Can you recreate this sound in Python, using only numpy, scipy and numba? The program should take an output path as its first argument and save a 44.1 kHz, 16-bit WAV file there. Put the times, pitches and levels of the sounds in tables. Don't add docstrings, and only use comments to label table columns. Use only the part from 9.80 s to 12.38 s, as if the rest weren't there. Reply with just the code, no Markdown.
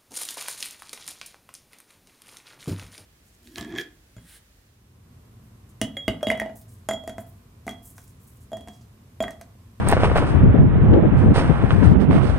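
import sys
import numpy as np
from scipy import signal
from scipy.fft import rfft, irfft
from scipy.io import wavfile
from scipy.ndimage import uniform_filter1d, map_coordinates
from numba import njit

SR = 44100
rng = np.random.default_rng(int(sys.argv[2]) if len(sys.argv) > 2 else 0)


def persist_wave(psi):
    counts = np.round(np.clip(psi, -1, 1) * 32767).astype(np.int16)
    wavfile.write(sys.argv[1], SR, np.atleast_2d(counts).T)


N = 113778


def undb(db):
    return 10 ** (np.asarray(db) / 20)


def level(x, db):
    return x * undb(db) / np.sqrt(np.mean(x ** 2))


def lowpass(x, order, hz):
    return signal.sosfilt(signal.butter(order, hz, fs=SR, output="sos"), x)


@njit
def moving_band(x, hz, k, rate):
    y, band_state, low_state = np.empty(len(x)), 0., 0.
    for i in range(len(x)):
        g = np.tan(np.pi * hz[i] / rate)
        v = (band_state + g * (x[i] - low_state)) / (1 + g * (g + k))
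        band_state = 2 * v - band_state
        low_state = low_state + 2 * g * v
        y[i] = k * v
    return y


def band(x, hz, width_hz):
    return moving_band(x, np.full(N, 1. * hz), width_hz / hz, 1. * SR)


def walk(rate):
    hold = int(SR / rate)
    steps = np.repeat(rng.standard_normal(N // hold + 1), hold)
    return 1.18 * uniform_filter1d(uniform_filter1d(steps, hold), hold)[:N]


def air(points, flicker_db):
    hz, db = np.array(points, float).T
    f = np.arange(N // 2 + 1) * SR / N + 1
    spectrum = rfft(rng.standard_normal(N))
    spectrum = spectrum * undb(np.interp(np.log(f), np.log(hz), db, left=-60, right=-90))
    out = 0
    for centre in 20 * 2 ** np.arange(0, 10, .5):
        share = np.clip(1 - abs(2 * np.log2(f / centre)), 0, 1)
        out = out + irfft(spectrum * share, N) * undb(flicker_db * walk(18))
    return level(out, 0)


def swell(start, length, rise, fall):
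    t = np.arange(N) / SR - start
    return np.clip(t / rise, 0, 1) * np.exp(-np.maximum(t - length, 0) / fall)


def add(out, start, x):
    i = int(start * SR)
    out[i:i + len(x)] += x[:N - i]


POP_CYCLES, POP_RISE_CYCLES = .8, 0.12
POP_EDGE = .5


def pop(hz):
    cycles = np.arange(400) / SR * hz
    ring = np.sin(2 * np.pi * cycles) * np.exp(-cycles / POP_CYCLES)
    edge = POP_EDGE * np.sin(2 * np.pi * 2.0 * cycles) * np.exp(-cycles / .5)
    onset = 1 - np.exp(-(cycles / POP_RISE_CYCLES) ** 2)
    return -(ring + edge) * onset * 1.56


# time in seconds, level in dB, pitch in Hz.
CLOTH_POPS = [(.1258, 0, 800), (.133, -5, 700), (.168, -7, 550), (.176, -11, 600), (.234, -11, 600),
              (.245, -10, 900), (.300, -13, 800), (.316, -9, 450), (.3585, -7, 600), (.367, -6, 800),
              (.384, -9, 1000), (.425, -13, 400), (1.133, -13, 500), (1.560, -8, 750), (1.582, -6, 650),
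              (1.9068, -7, 1350), (1.915, -15, 1000), (2.311, -8, 1000)]
# start in seconds, length in seconds, level of the pops in dB, level of the rustle in dB.
CLOTH_FLAPS = [(0.063, 0.067, -22, -40.5), (0.191, 0.049, -24.5, -49), (0.225, 0.028, -18.5, -44),
               (0.349, 0.033, -19, -38), (0.406, 0.031, -26, -62), (0.453, 0.048, -43, -52),
               (1.125, 0.015, -21.5, -78.5), (1.535, 0.061, -20.5, -36), (1.601, 0.262, -29.5, -80),
               (1.887, 0.048, -34, -55), (2.021, 0.037, -23.5, -48.5), (2.189, 0.038, -24.5, -43.5),
               (2.295, 0.088, -20.5, -44.5), (2.41, 0.093, -29, -46.5)]
POP_TAIL_DB, POP_TAIL_S = -20, .01
FLAP_RISE_S, FLAP_FALL_S = 0.012, 0.019
FLAP_PER_S, FLAP_HZ, FLAP_SCATTER_DB = 2000, 815, 6
CLOTH_TOP_HZ = 3800


def flag():
    pops, wash = np.zeros(N), band(rng.standard_normal(N), 600, 840)
    for time, db, hz in CLOTH_POPS:
        add(pops, time - 0.27 / hz, undb(db) * pop(hz))
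        pops += level(wash, db + POP_TAIL_DB) * swell(time, 0, 0.0012, POP_TAIL_S)
    shower = np.zeros(N)
    for when, pitch, chance in rng.random((int(FLAP_PER_S * N / SR), 3)):
        strength = undb(-FLAP_SCATTER_DB * np.log(chance + 0.045))
        add(shower, when * N / SR, strength * pop(FLAP_HZ * 2 ** (1.92 * pitch - 1)))
    flaps = sum(undb(db) * swell(start, length, FLAP_RISE_S, FLAP_FALL_S)
                for start, length, db, _ in CLOTH_FLAPS)
    return lowpass(pops + level(shower, 0) * flaps, 3, CLOTH_TOP_HZ)


# frequency in Hz, density in dB per Hz (relative).
RUSTLE_SPECTRUM = [(1500, 4.5), (3000, 2.5), (5000, -1), (7000, -9), (10000, -14.5), (12000, -31),
                   (15000, -20)]
# time in seconds, level in dB.
FAINT_RUSTLE = [(0, -51.5), (.3, -51), (0.549, -55), (.63, -63.5), (1.33, -69), (1.39, -49.5), (1.5, -62),
                (1.619, -50), (1.799, -54), (2.13, -50.5), (2.18, -78), (2.58, -49.5)]
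RUSTLE_RISE_S = .025


def rustle():
    steady = undb(np.interp(np.arange(N) / SR, *np.array(FAINT_RUSTLE).T))
    flaps = sum(undb(db) * swell(start, length, RUSTLE_RISE_S, FLAP_FALL_S)
                for start, length, _, db in CLOTH_FLAPS)
    crackle = undb(1.3 * walk(300))
    return air(RUSTLE_SPECTRUM, 0.57) * crackle * (steady + flaps)


# time in seconds, level in dB.
FLY_END_TICKS = [(.0865, -16), (.0935, -25), (.0995, -23), (.1140, -21), (.3740, -32), (1.569, -31)]
TICK_RISE_S, TICK_FALL_S = 0.00065, .0009


def ticks():
    crack = level(band(rng.standard_normal(N), 8500, 2700), -2.0)
    crack = crack + level(band(rng.standard_normal(N), 13500, 3000), 0.5)
    return sum(undb(db) * crack * swell(time, 0, TICK_RISE_S, TICK_FALL_S) for time, db in FLY_END_TICKS)


# frequency in Hz, density in dB per Hz (relative).
BREEZE_SPECTRUM = [(25, -22.5), (40, -7.5), (60, 2.5), (110, -1), (200, -7), (400, -17.5), (800, -31)]
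GUST_RISE_S, GUST_FALL_S = 0.014, 0.012
EDDY_WANDER, EDDY_WIDTH = 0.25, 0.86
GUST_BASS_DB = -6.5
WIND_TOP_HZ = 950


def wind(gusts, breeze_db):
    bass = air(BREEZE_SPECTRUM, 3.1)
    out = undb(breeze_db + 0.5 * walk(3.2)) * bass
    for start, length, db, hz in gusts:
        centre = hz * np.exp(EDDY_WANDER * np.tanh(walk(35)))
        eddy = moving_band(rng.standard_normal(N), centre, EDDY_WIDTH, 1. * SR)
        eddy = moving_band(eddy, centre, 0.9, 1. * SR)
        body = level(eddy, 0) + level(bass, GUST_BASS_DB)
        gust = swell(start, length, GUST_RISE_S, GUST_FALL_S) * body
        gust_rms = np.sqrt(np.sum(gust ** 2) / (length * SR))
        out = out + gust * undb(db) / gust_rms
    return lowpass(out, 3, WIND_TOP_HZ)


# frequency in Hz, density in dB per Hz (relative).
ROAR_SPECTRUM = [(150, 3), (400, -7.5), (800, -5), (1500, -10), (2500, -19.5), (3500, -28.5), (4500, -46.5)]
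ROAR_DB = -31


def roar(flicker_db):
    return undb(ROAR_DB) * air(ROAR_SPECTRUM, flicker_db)


# start in seconds, length in seconds, level in dB, eddy pitch in Hz.
LEFT_PORT_GUSTS = [(.54, 0.035, -10.5, 70), (.63, 0.072, -3, 112), (.735, 0.08, -2.5, 169),
                   (.79, 0.19, -6, 89.7), (1.0, 0.1, -7, 107.6), (1.095, 0.094, -2, 238),
                   (1.22, 0.038, -6, 245), (1.31, 0.029, -6.5, 126), (1.425, 0.038, -9.5, 230),
                   (1.465, 0.052, -5.5, 80), (1.69, 0.016, -1.5, 139), (1.83, 0.012, -4, 105),
                   (1.92, 0.083, -10, 106.5), (2.01, 0.074, -6, 165), (2.065, 0.04, 8, 89),
                   (2.105, 0.019, 11.5, 212), (2.14, 0.11, -10, 106), (2.275, 0.1, -0.5, 169.5),
                   (2.41, 0.14, -12, 84.6)]
RIGHT_PORT_GUSTS = [(.6, 0.13, -10.5, 110), (.78, 0.089, -6, 146), (.89, 0.19, -15.5, 129.5),
                    (1.02, 0.094, -15.5, 120), (1.085, 0.07, -11.5, 115), (1.165, 0.064, -11.5, 190),
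                    (1.25, 0.038, -11, 128.5), (1.34, 0.15, -12, 127.6), (1.485, 0.037, -9.5, 183),
                    (1.55, 0.04, -15.5, 105), (2.05, 0.092, -21, 89.4), (2.14, 0.17, -9.5, 151),
                    (2.33, 0.12, -13.5, 140)]
PORT_BREEZE = (-16.5, -20)
LEFT_LAG_S, LEFT_DB = .00011, -1.5
ROAR_APART_DB, RUSTLE_APART_DB, TICK_APART_DB = -1, -2, -3


def scene():
    right = flag() + roar(1.0) + rustle() + ticks()
    left = map_coordinates(right, [np.arange(N) - LEFT_LAG_S * SR], mode="mirror") * undb(LEFT_DB)
    own = [undb(ROAR_APART_DB) * roar(2.7) + undb(RUSTLE_APART_DB) * rustle()
           + undb(TICK_APART_DB) * ticks() for _ in range(2)]
    return np.array([left + own[0] + wind(LEFT_PORT_GUSTS, PORT_BREEZE[0]),
                     right + own[1] + wind(RIGHT_PORT_GUSTS, PORT_BREEZE[1])])


@njit
def follow(x, up, down):
    y, e = np.empty(len(x)), 1e-4
    for i in range(len(x)):
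        e += (abs(x[i]) - e) * (up if abs(x[i]) > e else down)
        y[i] = e
    return y


PORT_HZ, PORT_WIDTH_HZ, PORT_DB, PORT_TOP_HZ = 8900, 1600, 9, 9800
THRESHOLD_DB, RATIO, ATTACK_S, RELEASE_S = -5, 6, 0.0037, .22
TOP_HZ = 15700


def record(dry):
    out = []
    for x in dry:
        ring = band(band(x, PORT_HZ, PORT_WIDTH_HZ), PORT_HZ, 2 * PORT_WIDTH_HZ)
        x = x + undb(PORT_DB) * ring
        high = signal.sosfilt(signal.butter(4, 11500, "high", fs=SR, output="sos"), x)
        x = lowpass(x, 8, PORT_TOP_HZ) + undb(-4.5) * high
        heard = follow(x, 1 / (ATTACK_S * SR), 1 / (RELEASE_S * SR))
        out.append(x * np.minimum(undb(THRESHOLD_DB) / heard, 1) ** (1 - 1 / RATIO))
    loud = np.clip(out, -1.5, 1.5)
    soft = loud - 4 / 27 * loud ** 3
    limited = signal.sosfilt(signal.ellip(8, .2, 70, TOP_HZ, fs=SR, output="sos"), soft)
    return np.clip(limited, -1, 1)


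dry = scene()
out = record(dry)
persist_wave(out)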